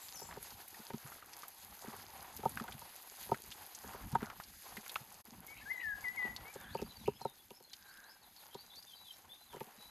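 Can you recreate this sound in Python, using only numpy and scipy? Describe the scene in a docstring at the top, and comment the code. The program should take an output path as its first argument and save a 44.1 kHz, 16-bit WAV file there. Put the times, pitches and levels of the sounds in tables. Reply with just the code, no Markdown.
"""Light rain in an oak wood: heavy drips excite the damped modes of a hand-held microphone housing,
near drops tick as splash plus resonance, and countless far drops merge into a hiss of filtered noise.
The housing hums under drizzle and rumbles in the grip. Birds, sung as gliding sines left of centre
or in the centre, return from the trunks as diffuse echoes; hazy narrow bands of noise swell and fade.
The sound drops out for a moment in the middle."""
import sys
import numpy as np
from scipy import signal
from scipy.fft import rfft, irfft
from scipy.io import wavfile

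SR = 44100
rng = np.random.default_rng(int(sys.argv[2]) if len(sys.argv) > 2 else 0)


def wav_out(sig):
    """Save sig, one row per channel (or a flat mono array), as 16-bit PCM at SR to the path in sys.argv[1]."""
    wavfile.write(sys.argv[1], SR, np.round(np.clip(np.atleast_2d(sig).T, -1, 1) * 32767).astype(np.int16))


N = 436590

# Course of the rain. Each row: time in seconds, mean hum of the housing in dB, rain on leaves in dB.
RAIN_COURSE = [(0.0, -61.5, -54.5), (.38, -62.5, -61), (.46, -62.5, -56.5), (1.0, -65, -57),
               (1.68, -66.5, -59), (1.98, -60.5, -55.5), (2.2, -59, -57.5), (2.95, -66.5, -57),
               (3.4, -63.5, -57), (4.08, -60, -58.5), (4.44, -64.5, -60.5), (4.57, -73, -57),
               (4.66, -58.5, -54.5), (5.3, -64.5, -60.5), (5.8, -64, -60.5), (6.3, -57, -59),
               (7.0, -66.5, -63), (7.5, -78.5, -64.5), (8.24, -67, -63), (8.9, -72.5, -61.5),
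               (9.9, -65.5, -63)]
# Rumble of the grip. Each row: time in seconds, mean level in dB.
GRIP_COURSE = [(0.0, -80.5), (.33, -58), (.69, -74.5), (1.0, -76.5), (1.71, -77.5), (1.98, -71.5),
               (2.65, -62.5), (3.1, -83), (3.3, -62), (3.69, -82.5), (4.08, -50), (4.44, -73.5),
               (6.4, -67.5), (7.05, -57.5), (7.42, -82), (9.68, -78)]
# Spectra of rain on leaves as the microphone colours it, of the housing's hum and of the grip's rumble.
# Each row: frequency in Hz, relative density in dB.
HISS_SPECTRUM = [(880, -44), (1500, -3.5), (3120, -4.5), (5070, -1.5), (5600, -12.5), (6000, -4),
                 (6560, -2), (7460, -7.5), (9100, -10), (11800, 4), (14100, -12), (14900, -15.5),
                 (16000, -48)]
HUM_SPECTRUM = [(71, -47), (120, -27), (220, -32), (300, 1.5), (653, 3.5), (773, 12.5), (955, 10.5),
                (1150, 5.5), (3500, -6.5), (4550, -14), (7700, -120)]
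RUMBLE_SPECTRUM = [(12, -58), (20, -44), (43, 7), (91, 10), (130, 2.5), (216, 6), (300, -3), (390, -20),
                   (660, -120)]
# Heavy drips on the housing. Each row: start in seconds, level in dB before the mode gains,
# favoured pitch in octaves above the lowest mode.
KNOCKS = [(.215, -28.5, 2.1), (0.286, -37, 2.7), (0.368, -25.5, 1.87), (.792, -36, 0.91), (0.9, -25, 2.15),
          (0.935, -20, 0.86), (1.046, -37.5, .05), (1.84, -28.5, 1.95), (1.875, -27, 1.04),
          (1.931, -30, 2.07), (2.387, -29.5, 1.3), (2.431, -21, 2.17), (2.454, -8.5, 2.3),
          (2.607, -26.5, 0.78), (2.639, -30, 2.5), (2.685, -30.5, 2.13), (2.742, -37, 0.045),
          (2.816, -34, 2.7), (3.29, -27.5, 1.87), (3.315, -7, 2.16), (3.839, -30, 1.9), (3.943, -28, 2.03),
          (4.127, -21.5, 0.13), (4.15, -9, 2.6), (4.22, -18.5, 1.15), (4.774, -32.5, 0.91),
          (5.006, -38, 0.06), (5.275, -41.5, 0.82), (5.319, -41, 0.6), (6.244, -30, 1.25),
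          (6.555, -25, 1.86), (6.748, -16.5, 2.02), (6.79, -25.5, 1.93), (6.817, -17.5, 1.43),
          (7.077, -9, 1.69), (7.21, -28, 2.4), (7.25, -13.5, 2.11), (7.506, -29.5, 1.76),
          (7.603, -38, 1.76), (8.547, -25.5, 1.77), (9.529, -35.5, 2.7), (9.541, -27, 1.83),
          (9.562, -30, 1.9), (9.607, -20, 1.98), (9.668, -43, 1.2), (9.777, -45, 0.81)]
# Modes of the housing. Each row: mean frequency in Hz, relative level in dB, decay by 60 dB in seconds.
HOUSING_MODES = [(140.2, -0.5, 0.07), (220.4, -1.75, 0.069), (304, -4, 0.032), (404, -1.6, 0.042),
                 (515.6, -5.5, 0.029), (770, -3, 0.028), (921, 0.5, 0.04), (1250, 0, 0.024)]
# Near drops on leaves and stones. Each row: start in seconds, peak of the ring in dB, pitch in Hz.
TICKS = [(.088, -56, 3700), (.133, -62, 4280), (0.169, -48, 9700), (0.3394, -55, 4840), (0.427, -37, 10900),
         (0.505, -47, 4760), (0.68, -42, 12700), (0.743, -49, 1940), (.812, -58, 1400), (0.903, -41, 1850),
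         (1.0634, -41, 1250), (1.08, -54, 1500), (1.119, -45, 1310), (1.224, -51, 1250), (1.332, -46, 5170),
         (1.332, -48, 2000), (1.389, -45, 11800), (1.4327, -36.5, 1300), (1.481, -38.5, 12700),
         (1.9638, -52, 11300), (2.365, -36.5, 12300), (2.493, -39, 10800), (2.573, -28, 1560),
         (2.598, -30.5, 1350), (2.679, -42, 1510), (2.722, -40, 3570), (3.344, -34, 1590),
         (3.5169, -38.5, 3220), (3.523, -38, 3660), (3.7488, -37, 6440), (3.934, -40.5, 1220),
         (4.122, -51, 5000), (4.153, -28.5, 1550), (4.206, -39, 1580), (4.2287, -35.5, 1450),
         (4.3, -37.5, 1440), (4.3999, -36.5, 1380), (4.436, -51, 4700), (4.621, -57, 11400),
         (4.769, -35, 2000), (4.862, -47, 1420), (4.8945, -35.5, 3800), (4.917, -40, 11400),
         (4.957, -25, 2710), (4.96, -23.5, 1275), (5.123, -50, 11000), (5.466, -40, 12600),
         (6.3634, -30, 4300), (6.54, -45, 6640), (6.747, -49, 2870), (6.817, -51, 4950), (7.216, -52, 4900),
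         (7.5052, -56, 2830), (7.7321, -39.5, 4480), (7.734, -48, 3270), (7.972, -58, 4100),
         (8.363, -54, 4500), (8.544, -44, 3900), (8.757, -58, 5260), (8.825, -55, 4900),
         (9.6045, -45, 2040)]
# Crackle of water shaken from a branch. Each row: middle in seconds, length in seconds, level in dB.
FLURRIES = [(0.336, 0.099, -58), (1.137, 0.31, -63.5), (1.452, 0.13, -65.5), (1.898, 0.22, -56),
            (2.644, 0.29, -61), (3.927, 0.24, -58.5), (4.267, 0.14, -53), (9.557, 0.083, -63.5)]
# Notes of the near bird. Each row: start in seconds, length in seconds, initial offset of the slide in Hz,
# first pitch in Hz, last pitch in Hz, level in dB before shaping and flutter.
NEAR_BIRD_NOTES = [(5.476, .064, -200, 2270, 2250, -56), (5.606, 0.032, -49, 1700, 1820, -56.5),
                   (5.652, 0.056, -27, 1550, 1830, -49), (5.697, 0.033, -250, 2148, 2110, -35),
                   (5.825, 0.12, 178, 1792, 1618, -41), (6.037, 0.0615, 475, 1856, 2010, -40),
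                   (6.168, 0.12, 338, 2006, 1937, -40), (6.443, 0.073, -22, 2100, 2420, -57.5)]
# Notes of further birds. Each row: start in seconds, length in seconds, first pitch in Hz,
# last pitch in Hz, level in dB before shaping and flutter.
SONG_NOTES = [(5.55, 0.043, 3820, 3920, -73), (5.76, 0.052, 3900, 3950, -72),
              (6.58, 0.048, 3660, 3600, -73), (6.624, 0.028, 3450, 3080, -73),
              (6.689, 0.06, 3430, 4680, -64), (6.847, 0.012, 4600, 4620, -67),
              (6.889, 0.027, 4030, 3925, -64), (6.9, 0.019, 3880, 2940, -67),
              (6.955, 0.012, 4600, 4570, -66), (6.99, 0.02, 5800, 5780, -72),
              (6.999, 0.038, 3930, 3330, -67), (7.043, 0.014, 4100, 5000, -66),
              (7.133, 0.037, 5060, 5200, -74), (7.136, 0.029, 2780, 3390, -72),
              (7.203, 0.1, 4190, 3710, -66.5), (7.378, 0.034, 3380, 3440, -72),
              (7.534, 0.037, 5200, 5400, -73), (7.62, 0.027, 4350, 4140, -75),
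              (7.657, 0.017, 4250, 4300, -74.5), (7.675, 0.02, 3380, 3400, -73),
              (7.697, 0.031, 3980, 4090, -70.5), (7.851, 0.054, 3960, 3920, -77),
              (7.876, 0.062, 4350, 5200, -74), (8.031, 0.084, 3890, 5080, -69.5),
              (8.215, 0.041, 4440, 3450, -73), (8.37, 0.044, 4420, 3510, -66),
              (8.506, 0.105, 3220, 4600, -68), (8.528, 0.17, 3920, 3920, -72),
              (8.702, 0.09, 3500, 4650, -63), (8.869, 0.065, 3600, 3130, -67),
              (8.934, .21, 3940, 3920, -69.5), (8.951, 0.018, 4850, 4400, -65),
              (9.047, 0.056, 3590, 3130, -63.5), (9.109, 0.027, 5550, 5500, -75),
              (9.292, 0.049, 3440, 3680, -61.5), (9.388, 0.075, 4044, 3980, -72),
              (9.49, 0.049, 3610, 3020, -67), (9.78, 0.23, 3940, 4000, -70.5)]
# Notes of a thin high bird. Each row: start in seconds, length in seconds, first, middle and last pitch
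# in Hz, level in dB before flutter.
HIGH_BIRD_NOTES = [(0.011, 0.031, 6850, 7800, 6950, -64), (.06, 0.018, 6900, 7050, 7200, -72),
                   (0.126, 0.062, 7000, 5920, 4840, -59.5), (0.212, 0.034, 6400, 7900, 7040, -60),
                   (.263, 0.016, 7120, 7170, 7240, -62.5)]
# Short hoarse chirrups. Each row: start in seconds, length in seconds, central pitch in Hz,
# level in dB before flutter.
CHIRRUPS = [(5.568, 0.022, 2860, -62), (5.801, 0.013, 2690, -54.5), (6.774, 0.024, 2840, -57.5),
            (7.057, 0.017, 2760, -55)]
# Hazy narrow bands of sound, distant calls or lingering echo. Each row: middle in seconds,
# length in seconds, pitch in Hz, peak level in dB.
HAZES = [(5.57, 0.21, 2180, -64), (6.66, 0.22, 1670, -56.5), (7.974, 0.34, 1596, -60.5)]

NEAR_BIRD_PAN_DB, SONG_PAN_DB = 7.5, 7   # left above right
WOOD_T60_S, NEAR_ECHO_DB = 0.5, -8
TWIGS_T60_S, TWIGS_DB = 0.08, -1   # near twigs smear the further voices
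THIN_T60_S = 0.36   # high voices die sooner among the leaves
SONG_ECHO_DB, HIGH_ECHO_DB, CHIRRUP_ECHO_DB = -1.5, 1.5, -9
SLIDE_S, ATTACK_S, RELEASE_S = 0.0131, 0.011, 0.008   # slide is a time constant
TRILL_S, PIP_GAP_S, PIP_S = 5.754, 0.019, 0.016   # start, spacing of starts, length
TRILL_HZ, TRILL_SAG_HZ, TRILL_DB = 2010, 22, -42   # four pips, each lower
HIGHER_LOUDER_DB = 1.5   # per kHz within a note
GLIDE_DIP_DB, DWELL = 3.0, 0.17   # dip at mid-note per kHz of glide; share of the note held at each end
SPLASH_DB, SPLASH_FOLLOWS = -19, 0.5   # splash peak, and how much of the drop's level it follows
FALL_BELOW_DB, FALL_ABOVE_DB = 15, 13   # per octave: modes off the favoured pitch ring weaker
MOST_FALL_DB = 21   # limit of that weakening
UNEVEN_DB = 1.5   # chance in the strength of each mode
DROPOUT_S, DROPOUT_WIDTH_S, DROPOUT_DB = 5.232, 0.012, 43   # middle, half width, depth
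CUTOFF_HZ = 16300


def from_db(db):
    """A level in dB is the logarithm of an amplitude ratio."""
    return 10 ** (np.asarray(db) / 20)


def rms_one(x):
    """Normalisation to unit root mean square."""
    return x / np.sqrt(np.mean(x ** 2) + 1e-20)


def in_time(rows):
    """Linear interpolation carries each column through time."""
    s, *columns = np.transpose(rows)
    return [np.interp(np.arange(N) / SR, s, c) for c in columns]


def drift(rate):
    """Low-passed noise: slow chance with spread 1, quicker for a higher rate in Hz."""
    r = np.exp(-80 * np.pi * rate / SR)   # one step spans 40 samples
    noise = rng.standard_normal(N // 40 + 2002)
    slow = signal.lfilter([1], [1, -2 * r, r * r], noise)[2000:]
    return np.interp(np.arange(N) / 40, np.arange(len(slow)), rms_one(slow))


def coloured(x, spectrum):
    """Spectral weighting: multiplication by gains in the frequency domain; rms 1."""
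    hz, db = np.transpose(spectrum)
    grid = np.arange(N // 2 + 1) * SR / N + 1
    gain = from_db(np.interp(np.log(grid), np.log(hz), db))
    return rms_one(irfft(rfft(x) * gain, N))


def ring(clicks, hz, t60):
    """Damped resonance: a unit click sets a decaying sine of height 1 ringing."""
    r = from_db(-60 / (t60 * SR))
    w = 2 * np.pi * min(hz, 0.45 * SR) / SR
    return signal.lfilter([0, np.sin(w)], [1, -2 * r * np.cos(w), r * r], clicks + 1e-18)


def add(track, s, sound):
    """Superposition: a short sound joins the track at its time."""
    i = max(round(s * SR), 0)
    track[..., i:i + sound.shape[-1]] += sound[..., :N - i]


def whistle(t, hz, level_db, pan_db):
    """Phase is the integral of frequency: a near-sine note with soft ends, panned by level."""
    fade = np.clip(np.minimum(t - t[0], t[-1] - t) / 0.00033, 0, 1)
    note = np.sqrt(2) * from_db(level_db) * fade * np.sin(2 * np.pi * np.cumsum(hz) / SR)
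    sides = from_db([[pan_db / 2], [-pan_db / 2]])
    return note * sides / np.cosh(pan_db * np.log(10) / 40)


def wood(x, t60):
    """Diffuse reverberation: trunks scatter the song back as a tail, different on each side."""
    t = np.arange(SR) / SR
    tail = rng.standard_normal((2, SR)) * from_db(-60 * t / t60) * (t > 0.008)
    return signal.fftconvolve(x, rms_one(tail) / np.sqrt(SR), axes=1)[:, :N]


def hazes():
    """Narrow-band noise: a band swells and fades, like a blurred call or the haze of an echo."""
    t, noise = np.arange(N) / SR, rng.standard_normal(N)
    out = np.zeros(N)
    for middle, length, hz, db in HAZES:
        swell = np.exp(-((t - middle) / length * 2) ** 2)
        out += from_db(db) * swell * rms_one(ring(noise, hz, 0.017))
    return out


def song():
    """Frequency glide: further notes dwell, slur unsteadily and dwell again; leaves break them up."""
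    out, waver = np.zeros((2, N)), drift(300)
    for s, length, first, last, db in SONG_NOTES:
        t = np.arange(0, length, 1 / SR)
        slur = np.clip((t / length - DWELL) / (1 - 2 * DWELL), 0, 1)
        hz = first + (last - first) * slur
        glide_khz = abs(last - first) / 1000
        tilt_db = HIGHER_LOUDER_DB * (hz - (first + last) / 2) / 1000
        dip_db = GLIDE_DIP_DB * glide_khz * np.sin(np.pi * slur)
        unsteady = waver[int(s * SR) + np.arange(len(t)) - len(t)]
        wavering = hz * (1 + (0.002 + 0.016 * glide_khz) * unsteady)
        add(out, s, from_db(tilt_db - dip_db) * whistle(t, wavering, db, SONG_PAN_DB))
    return out * from_db(3 * drift(90))


def high_bird():
    """Curved frequency path: notes arch or plunge, bent smoothly by the middle pitch."""
    out = np.zeros((2, N))
    for s, length, first, middle, last, db in HIGH_BIRD_NOTES:
        t = np.arange(0, length, 1 / SR)
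        early = (t / length) ** 0.75   # brings the top of the arch forward
        arch = 4 * early * (1 - early)
        hz = first + (last - first) * t / length + (middle - (first + last) / 2) * arch
        add(out, s, whistle(t, hz, db, SONG_PAN_DB))
    return out * from_db(3.6 * drift(60))


def chirrups():
    """Frequency modulation: a fast wide warble makes these central notes hoarse."""
    out = np.zeros((2, N))
    for s, length, hz, db in CHIRRUPS:
        t = np.arange(0, length, 1 / SR)
        warble = 0.1 * np.cos(2 * np.pi * 55 * t)
        scoop = 0.17 * np.exp(-t / 0.0022)   # a low start
        add(out, s, whistle(t, hz * (1 - warble - scoop), db, 0))
    return out * from_db(3.8 * drift(180))


def near_bird():
    """Exponential approach: notes slide onto a straight glide; a short trill joins the rise to the fall."""
    out = np.zeros((2, N))
    pips = []
    for k in range(4):
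        pip_hz = TRILL_HZ - k * TRILL_SAG_HZ
        pips.append((TRILL_S + k * PIP_GAP_S, PIP_S, 0, pip_hz, pip_hz, TRILL_DB))
    for s, length, slide_hz, first, last, db in NEAR_BIRD_NOTES + pips:
        t = np.arange(0, length, 1 / SR)
        hz = first + (last - first) * t / length + slide_hz * np.exp(-t / SLIDE_S)
        attack = t / min(ATTACK_S, length / 2)
        release = (length - t) / min(RELEASE_S, length / 2)
        shape = np.clip(np.minimum(attack, release), 0, 1)
        add(out, s, shape * whistle(t, hz, db, NEAR_BIRD_PAN_DB))
    out[1] = np.roll(out[1], 3)   # the sound reaches the right side 3 samples later
    return out * from_db(0.86 * drift(46))


def birds():
    """Direct and reverberant sound add up; moving leaves blur the echoes of the further birds."""
    near, further, high, hoarse = near_bird(), song(), high_bird(), chirrups()
    thin = from_db(SONG_ECHO_DB) * further + from_db(HIGH_ECHO_DB) * high
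    blurred = wood(thin, THIN_T60_S)
    # a single tail, [0], is heard alike on both sides
    blurred = blurred + from_db(CHIRRUP_ECHO_DB) * wood(hoarse, THIN_T60_S)[0]
    blurred = blurred + from_db(TWIGS_DB) * wood(further + hoarse, TWIGS_T60_S)[0]
    echo = from_db(NEAR_ECHO_DB) * wood(near, WOOD_T60_S) + blurred * from_db(3 * drift(90))
    return near + further + high + hoarse + echo + hazes()


def grip(level_db):
    """Friction noise: the hand shifts on the housing, heard as lumpy low noise."""
    return from_db(level_db + 5.3 * drift(10.3)) * coloured(rng.standard_normal(N), RUMBLE_SPECTRUM)


def drops(per_s, spread_db, low_hz, high_hz, cycles, largest):
    """Random impacts of uneven size: each swells and rings a few cycles at one of sixteen pitches."""
    sizes = from_db(spread_db * np.minimum(rng.exponential(1, N), largest)) * rng.choice([-1, 1], N)
    landed = sizes * (rng.random(N) < per_s / SR)
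    dealt = rng.integers(0, 16, N)
    out = np.zeros(N)
    for k, hz in enumerate(np.geomspace(low_hz, high_hz, 16)):
        swelling = ring(landed * (dealt == k), hz, cycles / hz)
        out += rms_one(ring(swelling, hz, 0.53 * cycles / hz))   # two resonances in a row
    return rms_one(out)


def patches(swell_db):
    """Independent band modulation: bands of white noise swell and sink each on their own."""
    edges = np.geomspace(800, 17000, 10)
    white = rng.standard_normal((2, N))
    out = np.zeros(N)
    for k, band in enumerate(zip(edges, edges[1:])):
        sos = signal.butter(2, band, "band", fs=SR, output="sos")
        # neighbouring bands draw on different noise
        out += from_db(swell_db * drift(17.5)) * signal.sosfilt(sos, white[k % 2])
    return rms_one(out)


def spray():
    """Exponential settling: each bright splash leaves a fine spray that raises the gain of the hiss."""
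    thrown = np.zeros(N)
    for s, db, hz in TICKS:
        add(thrown, s, np.array([from_db(db + 34) * (hz > 9000)]))
    return 1 + signal.lfilter([1], [1, -np.exp(-1 / (0.064 * SR))], thrown)


def leaves(level_db):
    """Incoherent summation: countless far drops merge to a patchy hiss; nearer ones stand out as grains."""
    far = patches(swell_db=1.6) * spray() * from_db(1.3 * drift(4) + 1.4 * drift(14))
    near = drops(500 * from_db(3.4 * drift(5)), 5.7, 5200, 17000, cycles=6.0, largest=4.6)
    near_db = -4.0 + 0.34 * (level_db - level_db.mean())   # heavier rain is grainier
    return from_db(level_db) * coloured(far + from_db(near_db) * near, HISS_SPECTRUM)


def spatter():
    """Exponential decay of a rate: each knock shakes loose extra drops per second, thinning out after it."""
    shaken = np.zeros(N)
    for s, db, _ in KNOCKS:
        add(shaken, s, np.array([from_db(0.46 * (db + 18.5))]))
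    return 900 * signal.lfilter([1], [1, -np.exp(-1 / (0.09 * SR))], shaken)


def patter(hum_db, rain_db):
    """Forced vibration: the housing hums under fine drizzle, and small drops tap it in uneven flurries."""
    uneven_db = 2.5 * drift(8) + 3 * drift(50)
    hum = from_db(hum_db + uneven_db) * coloured(rng.standard_normal(N), HUM_SPECTRUM)
    per_s = 100 * from_db(5.4 * drift(6)) + spatter()
    taps = drops(per_s, 4.5, 350, 3800, cycles=7.0, largest=4.0)
    # a soft low wash that never stops
    still = from_db(-81.5) * rms_one(ring(rng.standard_normal(N), 257, 0.015))
    return still + hum + from_db(rain_db - 12.0) * taps


def flurries():
    """Clustered impacts: water shaken from a branch crackles densely, swells and thins out again."""
    t = np.arange(N) / SR
    gain = np.zeros(N)
    for middle, length, db in FLURRIES:
        gain += from_db(db) * np.exp(-((t - middle) / length * 2) ** 4)
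    return gain * drops(700, 5.4, 700, 2000, cycles=9.0, largest=2.8)


def ticks():
    """Impact excitation: each near drop is a broad splash with a short ring at the pitch of what it hits."""
    out, t = np.zeros(N), np.arange(SR // 25) / SR
    bursts = rng.standard_normal((len(TICKS), len(t)))
    for (s, db, hz), burst in zip(TICKS, bursts):
        splash = np.gradient(ring(burst * from_db(-60 * t / 0.043), 0.99 * hz, 10.5 / hz))
        contact = burst * from_db(-60 * t / 0.007)
        rung = ring(ring(contact, hz, 7 / hz + 0.0054), hz, 4.4 / hz)
        splash_gain = from_db(SPLASH_DB + SPLASH_FOLLOWS * db)
        add(out, s, splash_gain * splash / np.abs(splash).max() + from_db(db) * rung / np.abs(rung).max())
    return out


def knocks():
    """Modal excitation: a drip spreads for a few milliseconds, so the modes swell before they die."""
    out, t = np.zeros(N), np.arange(SR // 5) / SR
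    chance = rng.standard_normal((len(KNOCKS), len(HOUSING_MODES), 2))
    cracks = rng.standard_normal((len(KNOCKS), SR // 100)) * from_db(-60 * t[:SR // 100] / 0.0055)
    for (s, db, favoured), draws, crack in zip(KNOCKS, chance, cracks):
        first_touch = rms_one(ring(crack, 2400, 0.0001))
        add(out, s, from_db(0.3 * db - 53.0) * first_touch)
        for (hz, mode_db, t60), (detune, strength) in zip(HOUSING_MODES, draws):
            swell = (1 - np.exp(-(t / 0.0051) ** 2)) * from_db(-60 * t / t60)
            away = np.log2(hz / HOUSING_MODES[0][0]) - favoured   # octaves
            fall_db = min(max(FALL_ABOVE_DB * away, -FALL_BELOW_DB * away), MOST_FALL_DB)
            gain = from_db(db - fall_db + mode_db + UNEVEN_DB * strength)
            add(out, s, gain * swell * np.sin(2 * np.pi * hz * (1 + 0.03 * detune) * t))
    return out


def scene():
    """Superposition of all sources: rain, knocks and rumble sit in the centre, the birds are in stereo."""
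    (grip_db,), (hum_db, leaves_db) = in_time(GRIP_COURSE), in_time(RAIN_COURSE)
    housing = grip(grip_db) + patter(hum_db, leaves_db)
    rain = leaves(leaves_db) + flurries() + knocks() + ticks()
    return housing + rain + birds()


def record(dry):
    """Gain modulation and low-pass filtering: the sound drops out briefly; the top is cut."""
    t = np.arange(N) / SR
    dip_db = DROPOUT_DB * np.exp(-((t - DROPOUT_S) / DROPOUT_WIDTH_S) ** 2)
    low_pass = signal.cheby2(12, 70, CUTOFF_HZ, fs=SR, output="sos")
    return signal.sosfilt(low_pass, dry * from_db(-dip_db))


dry = scene()
out = record(dry)
wav_out(out)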